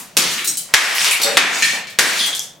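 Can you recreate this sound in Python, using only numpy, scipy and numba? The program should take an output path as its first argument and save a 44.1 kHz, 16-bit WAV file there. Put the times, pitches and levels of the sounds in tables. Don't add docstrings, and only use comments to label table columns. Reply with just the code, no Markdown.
import sys
import numpy as np
from scipy import signal
from scipy.fft import rfft, irfft, next_fast_len
from scipy.io import wavfile
from numba import njit

SR = 44100
rng = np.random.default_rng(int(sys.argv[2]) if len(sys.argv) > 2 else 0)


def materialize(psi):
    bounded = np.clip(np.atleast_2d(psi).T, -1, 1)
    quanta = np.round(bounded * 32767).astype(np.int16)
    wavfile.write(sys.argv[1], SR, quanta)


def volts_from_decibels(level):
    exponent = np.asarray(level, float) / 20
    return 10 ** exponent


N = 114660
PAD = SR // 10

# [Hz, dB]
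STEREO_WIDTH = [(60, -14), (180, -12.5), (550, -7), (1650, -7), (4970, -6), (15000, -6.5)]
IMPACT_DIRECT_DB = 19
THUD_HZ, THUD_T60_S = 182, 0.045
RISE_S = .0006


def unit(x):
    return x / np.sqrt(np.mean(x ** 2) + 1e-20)


def along(points, hz):
    f, v = np.transpose(points)
    return np.interp(np.log(hz + 1), np.log(f + 1), v)


def hump(centre_hz, width_octaves):
    return lambda hz: -6 * (np.log2((hz + 1) / centre_hz) / width_octaves) ** 2


def filtered(x, response):
    m = next_fast_len(x.shape[-1] + 4096)
    spectrum = rfft(x, m) * response(np.fft.rfftfreq(m, 1 / SR))
    return irfft(spectrum, m)[..., :x.shape[-1]]


def burst(db_of, t60_s):
    t = np.arange(SR // 5) / SR
    x = rng.standard_normal(len(t))
    gain = volts_from_decibels(db_of(np.fft.rfftfreq(len(t), 1 / SR)))
    envelope = volts_from_decibels(-60 * t / t60_s) * np.minimum(t / min(RISE_S, t60_s / 10), 1)
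    for _ in range(4):
        shaped = np.sign(x) * np.abs(x) ** .5 * envelope
        phase = np.angle(rfft(shaped))
        x = irfft(gain * np.exp(1j * phase), len(t))
    x = x * volts_from_decibels(-6 * t / t60_s)
    return x / np.linalg.norm(x)


def in_room(x, direct_db):
    # [Hz, s]
    room_decay = [(150, 0.57), (600, 0.6), (2000, 0.52), (5000, 0.35), (10000, 0.28), (16000, 0.24)]
    gap_s = .003
    hz, t, z = signal.stft(rng.standard_normal((2, SR * 3 // 4)), SR, nperseg=256)
    z = z * volts_from_decibels(-60 * t / along(room_decay, hz)[:, None])
    z[1] *= volts_from_decibels(along(STEREO_WIDTH, hz))[:, None]
    tail = signal.istft(z, SR, nperseg=256)[1]
    mid, side = np.pad(tail, ((0, 0), (round(gap_s * SR), 0)))
    mid[0] = volts_from_decibels(direct_db)
    return signal.fftconvolve(x[None], np.array([mid + side, mid - side]), axes=1)


def add(out, start_s, level_db, x):
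    part = out[:, round(start_s * SR) + PAD:][:, :x.shape[1]]
    part += volts_from_decibels(level_db) * x[:, :part.shape[1]]


def dull_taps(out):
    # [s, dB, Hz, octaves, s]
    taps = [(-.06, -19.5, 9600, 0.77, 0.048), (-.05, -32.5, 1390, 1.5, 0.0067),
            (.170, -23, 377, 0.62, 0.035), (.380, -24.5, 2630, 0.58, 0.014),
            (0.445, -20.5, 9300, 1.3, 0.047), (0.442, -29.5, 3960, 0.12, .04),
            (0.4741, -19, 7900, 0.94, 0.0087), (0.5712, -22, 8300, 0.95, 0.0095),
            (.69, -42, 890, 1.2, 0.053), (.95, -17.5, 5900, 2.1, 0.058), (1.018, -21.5, 7600, 0.39, 0.031),
            (1.0452, -13, 2780, 1.46, 0.0067), (1.37, -5, 3540, 0.17, 0.012),
            (1.1108, -16.5, 8800, 0.46, 0.0167), (1.115, -17, 2460, 0.22, 0.023),
            (1.2172, -18, 5760, 3.2, 0.024), (1.547, -40, 4850, 0.81, 0.041),
            (1.6231, -14, 4800, 0.82, 0.051), (1.644, -18.5, 6600, 0.72, 0.032),
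            (1.6235, -13.5, 2320, 0.5, 0.015), (1.73, -31, 670, 0.8, 0.036),
            (1.8704, -34.5, 3020, 1.2, 0.022), (1.90, -38, 3970, 1.5, 0.017),
            (1.99, -18.5, 383, 0.87, 0.035), (2.191, -21, 3880, 0.49, 0.0069),
            (2.262, -23.5, 7700, 0.75, 0.023), (2.278, -33.5, 664, 1.6, 0.0071),
            (2.35, -24, 6940, 0.77, 0.0072), (1.06, -33, 455, 0.83, 0.033), (1.20, -25, 700, 2.4, 0.014),
            (1.262, -21.5, 1730, 0.68, 0.035), (0.399, -42, 345, 0.43, 0.039), (2.42, -32, 7000, 0.72, .03)]
    for start_s, level_db, centre_hz, width, t60_s in taps:
        add(out, start_s, level_db, in_room(burst(hump(centre_hz, width), t60_s), 23.5))


def floor_bumps(out):
    # [s, dB]
    bumps = [(-.05, -37), (0.471, -34.5), (1.002, -39), (1.241, -31.5), (1.322, -34), (1.6232, -28.5),
             (1.72, -36.5), (2.199, -34), (2.39, -49)]
    for start_s, level_db in bumps:
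        add(out, start_s, level_db, in_room(burst(hump(THUD_HZ, 0.55), THUD_T60_S), IMPACT_DIRECT_DB))


def shower():
    # [s, dB]
    patter_level = [(0, -39.5), (.16, -53), (.2, -14), (.4, -21.5), (.52, -47), (.72, -40.5), (.8, -4.5),
                    (.93, -16), (1.0, -12.5), (1.129, -16.5), (1.2, -28), (1.36, -24), (1.42, -18.5),
                    (1.602, -15.5), (1.758, -20), (1.84, -86), (1.97, -53), (2.048, -13), (2.28, -21),
                    (2.4, -74), (2.5, -53), (2.6, -99)]
    # [Hz, dB per Hz]
    patter_colour = [(290, -48), (500, -12), (773, -6.5), (2160, 1.5), (4150, -3), (8090, -6),
                     (12900, -18.5), (16000, -34)]
    bits_per_s, decay_cycles, spread_db, bass_cut_hz = 1500, 2.2, 3.5, 600
    count = round(bits_per_s * N / SR)
    when, pitch, size = rng.random((count, 3)).T
    hz = 600 * 25 ** pitch
    t = np.arange(200) / SR
    gain = volts_from_decibels(along(patter_colour, hz) + 20 * np.log10(hz) - spread_db * np.log(size + 0.024))
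    cycles = hz[:, None] * t
    grains = gain[:, None] * np.sin(2 * np.pi * cycles) * np.exp(-cycles / decay_cycles)
    at = (when * N).astype(int)[:, None] + np.arange(len(t))
    bits = np.bincount(at.ravel(), grains.ravel())[:N]
    bits = unit(filtered(bits, lambda f: (f / (f + bass_cut_hz)) ** 3))
    start_s, level_db = np.transpose(patter_level)
    bits = bits * volts_from_decibels(np.interp(np.arange(N) / SR, start_s, level_db))
    step, out = SR // 4, np.zeros((2, N + 2 * SR))
    for k in range(0, N, step):
        wet = in_room(bits[k:k + step], 21)
        out[:, k:k + wet.shape[1]] += wet
    return out[:, :N] / np.sqrt(SR * 0.06)


def background():
    # [Hz, dB per Hz]
    hum_colour = [(40, -22), (90, 0), (160, 4), (300, -14), (700, -10.5), (2000, -30), (6000, -55),
                  (16000, -30)]
    mid, side = filtered(rng.standard_normal((2, N)), lambda hz: volts_from_decibels(along(hum_colour, hz)))
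    side = filtered(side, lambda hz: volts_from_decibels(along(STEREO_WIDTH, hz)))
    return volts_from_decibels(-44) * unit(np.array([mid + side, mid - side]))


def hammer(out):
    # start_s, level_db, tilt_db_per_octave, thud_db, body_db, clatter_db, clatter_hz
    # [s, dB, dB per octave, dB, dB, dB, Hz]; thud, body and clatter are relative within the blow
    blows = [(0.1684, -4.5, 4, -16, -9, -24, 2170), (0.7388, 9, 0.5, -37, -21, 2, 1860),
             (1.3706, 5.5, -1, -23, -18, 2, 2110), (1.9878, -0.5, 2, -22, -9, 3.5, 1800)]
    # [Hz, dB per Hz]
    crack_colour = [(150, -50), (300, -12), (600, -8.5), (1000, -3.5), (1600, -2.5), (2500, -1), (4000, -3),
                    (6000, -4.5), (11000, -13), (16000, -26)]
    crack_t60_s = 0.01387
    touch_lead_s, touch_db = 0.0012, -29
    for start_s, level_db, tilt, thud_db, body_db, clatter_db, clatter_hz in blows:
        def colour(hz):
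            crack = along(crack_colour, hz) + tilt * np.log2((hz + 1) / 2000)
            body = body_db + hump(810, .5)(hz)
            clatter = clatter_db + hump(clatter_hz, 0.36)(hz)
            return 10 * np.log10(volts_from_decibels(crack) ** 2 + volts_from_decibels(body) ** 2 + volts_from_decibels(clatter) ** 2)

        thud = volts_from_decibels(thud_db) * burst(hump(THUD_HZ, 0.59), THUD_T60_S)
        blow = burst(colour, crack_t60_s) + thud
        touch = burst(colour, crack_t60_s)
        add(out, start_s, level_db, in_room(blow, IMPACT_DIRECT_DB))
        add(out, start_s - touch_lead_s, level_db + touch_db, in_room(touch, IMPACT_DIRECT_DB))


def ringing_pieces(out):
    # [Hz, dB]
    piece_modes = [
        [(4054, -37.5), (5440, -42), (5631, -30), (5911, -69), (6665, -29), (8193, -28), (10691, -46),
         (12721, -53)],
        [(3095, -46), (4005, -49), (4705, -46), (5561, -48), (6250, -48), (6864, -53), (7682, -39), (9179, -38),
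         (9550, -45), (10368, -43)],
        [(3720, -34), (4323, -34.5), (4893, -36.5), (5798, -37), (7203, -43), (7553, -40.5), (8016, -37.5),
         (8183, -44), (10605, -41.5), (11563, -41.5)],
        [(457.6, -37.5), (565.2, -31), (791.3, -36)],
        [(1814, -33.5), (2326, -29), (3278, -39), (4237, -35.5), (5443, -39), (6751, -41)],
        [(3190, -49), (3295, -26.5), (3520, -28), (4091, -37), (4705, -41), (4872, -36), (6132, -37.5),
         (9400, -33.5)],
    ]
    piece_t60 = [.045, .04, .035, .1, .07, .045]
    # [s, dB]
    piece_contacts = [
        [(.4749, -18), (.496, -48)],
        [(0.5725, -25)],
        [(1.214, -22), (1.232, -15), (1.255, -44), (1.270, -24.5)],
        [(1.245, -23.5), (1.29, -28.5), (1.315, -25.5)],
        [(1.6233, -10.5), (1.76, -46), (1.872, -35)],
        [(2.200, -17), (2.230, -18.5), (2.33, -23.5), (2.365, -34.5), (2.40, -54), (2.43, -54)],
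    ]
    split = .016
    t = np.arange(SR // 4) / SR
    for modes, t60_s, contacts in zip(piece_modes, piece_t60, piece_contacts):
        envelope = volts_from_decibels(-60 * t / t60_s) * np.minimum(t / RISE_S, 1)
        for start_s, level_db in contacts:
            ring = np.zeros(len(t))
            for pitch_hz, mode_db in modes:
                for k in (-1, 0, 1):
                    line_hz = pitch_hz * (1 + split * (k + rng.normal(0, 0.19)))
                    gain = volts_from_decibels(mode_db + rng.normal(0, 1.3)) * (.5 if k else 1)
                    ring += gain * np.sin(2 * np.pi * line_hz * t + rng.uniform(0, 2 * np.pi))
            ring *= envelope
            add(out, start_s, level_db, in_room(ring / np.linalg.norm(ring), 25.5))


def close_ticks(out):
    # [s, dB, Hz, octaves]
    ticks = [(0.983, -23.5, 2430, 0.53), (.992, -30, 2500, 0.65), (1.0162, -25, 2400, .7),
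             (1.090, -33, 2940, 1), (1.247, -31, 3920, 0.63), (1.604, -41, 2960, 0.92),
             (2.194, -34, 3770, 0.34), (2.288, -36, 4000, 0.6), (2.3942, -29.5, 6300, 0.29),
             (2.394, -36, 11200, 0.18), (2.403, -37, 6100, 0.23)]
    for start_s, level_db, centre_hz, width in ticks:
        add(out, start_s, level_db, in_room(burst(hump(centre_hz, width), .003), 34))


def scene():
    events = np.zeros((2, N + PAD))
    for source in (dull_taps, floor_bumps, hammer, ringing_pieces, close_ticks):
        source(events)
    left_db = 0.46
    return (events[:, PAD:] + shower()) * volts_from_decibels([[left_db], [-left_db]]) + background()


@njit
def follow(wanted, fall, rise):
    out, now = np.zeros(len(wanted)), 0.0
    for k in range(len(wanted)):
        now += (fall if wanted[k] < now else rise) * (wanted[k] - now)
        out[k] = now
    return out


def gain_control(x):
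    hold_db, attack_s, release_s, sense_s = -11, 0.004, 0.085, 0.0013
    keep = np.exp(-1 / (sense_s * SR))
    power = signal.lfilter([1 - keep], [1, -keep], np.mean(x ** 2, axis=0))
    level_db = 10 * np.log10(power + 1e-12)
    wanted_db = np.minimum(hold_db - level_db, 0)
    return x * volts_from_decibels(follow(wanted_db, 1 / (attack_s * SR), 1 / (release_s * SR)))


def circuit_rumble(shape):
    noise = rng.standard_normal(shape)
    return volts_from_decibels(-66) * unit(filtered(noise, lambda hz: 1 / (1 + (hz / 70) ** 2)))


def top_cut(x):
    return signal.sosfilt(signal.butter(12, 16340, fs=SR, output="sos"), x)


def record(dry):
    bass_cut_hz, top_hz, coupling_hz = 127, 16300, 60
    x = filtered(dry, lambda hz: (1j * hz / (bass_cut_hz + 1j * hz)) ** 3 * (hz < top_hz))
    clipped = np.clip(gain_control(x), -1, 1)
    coupled = filtered(clipped, lambda hz: (1j * hz / (coupling_hz + 1j * hz)) ** 2)
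    return top_cut(np.clip(coupled + circuit_rumble(x.shape), -1, 1))


dry = scene()
out = record(dry)
materialize(out)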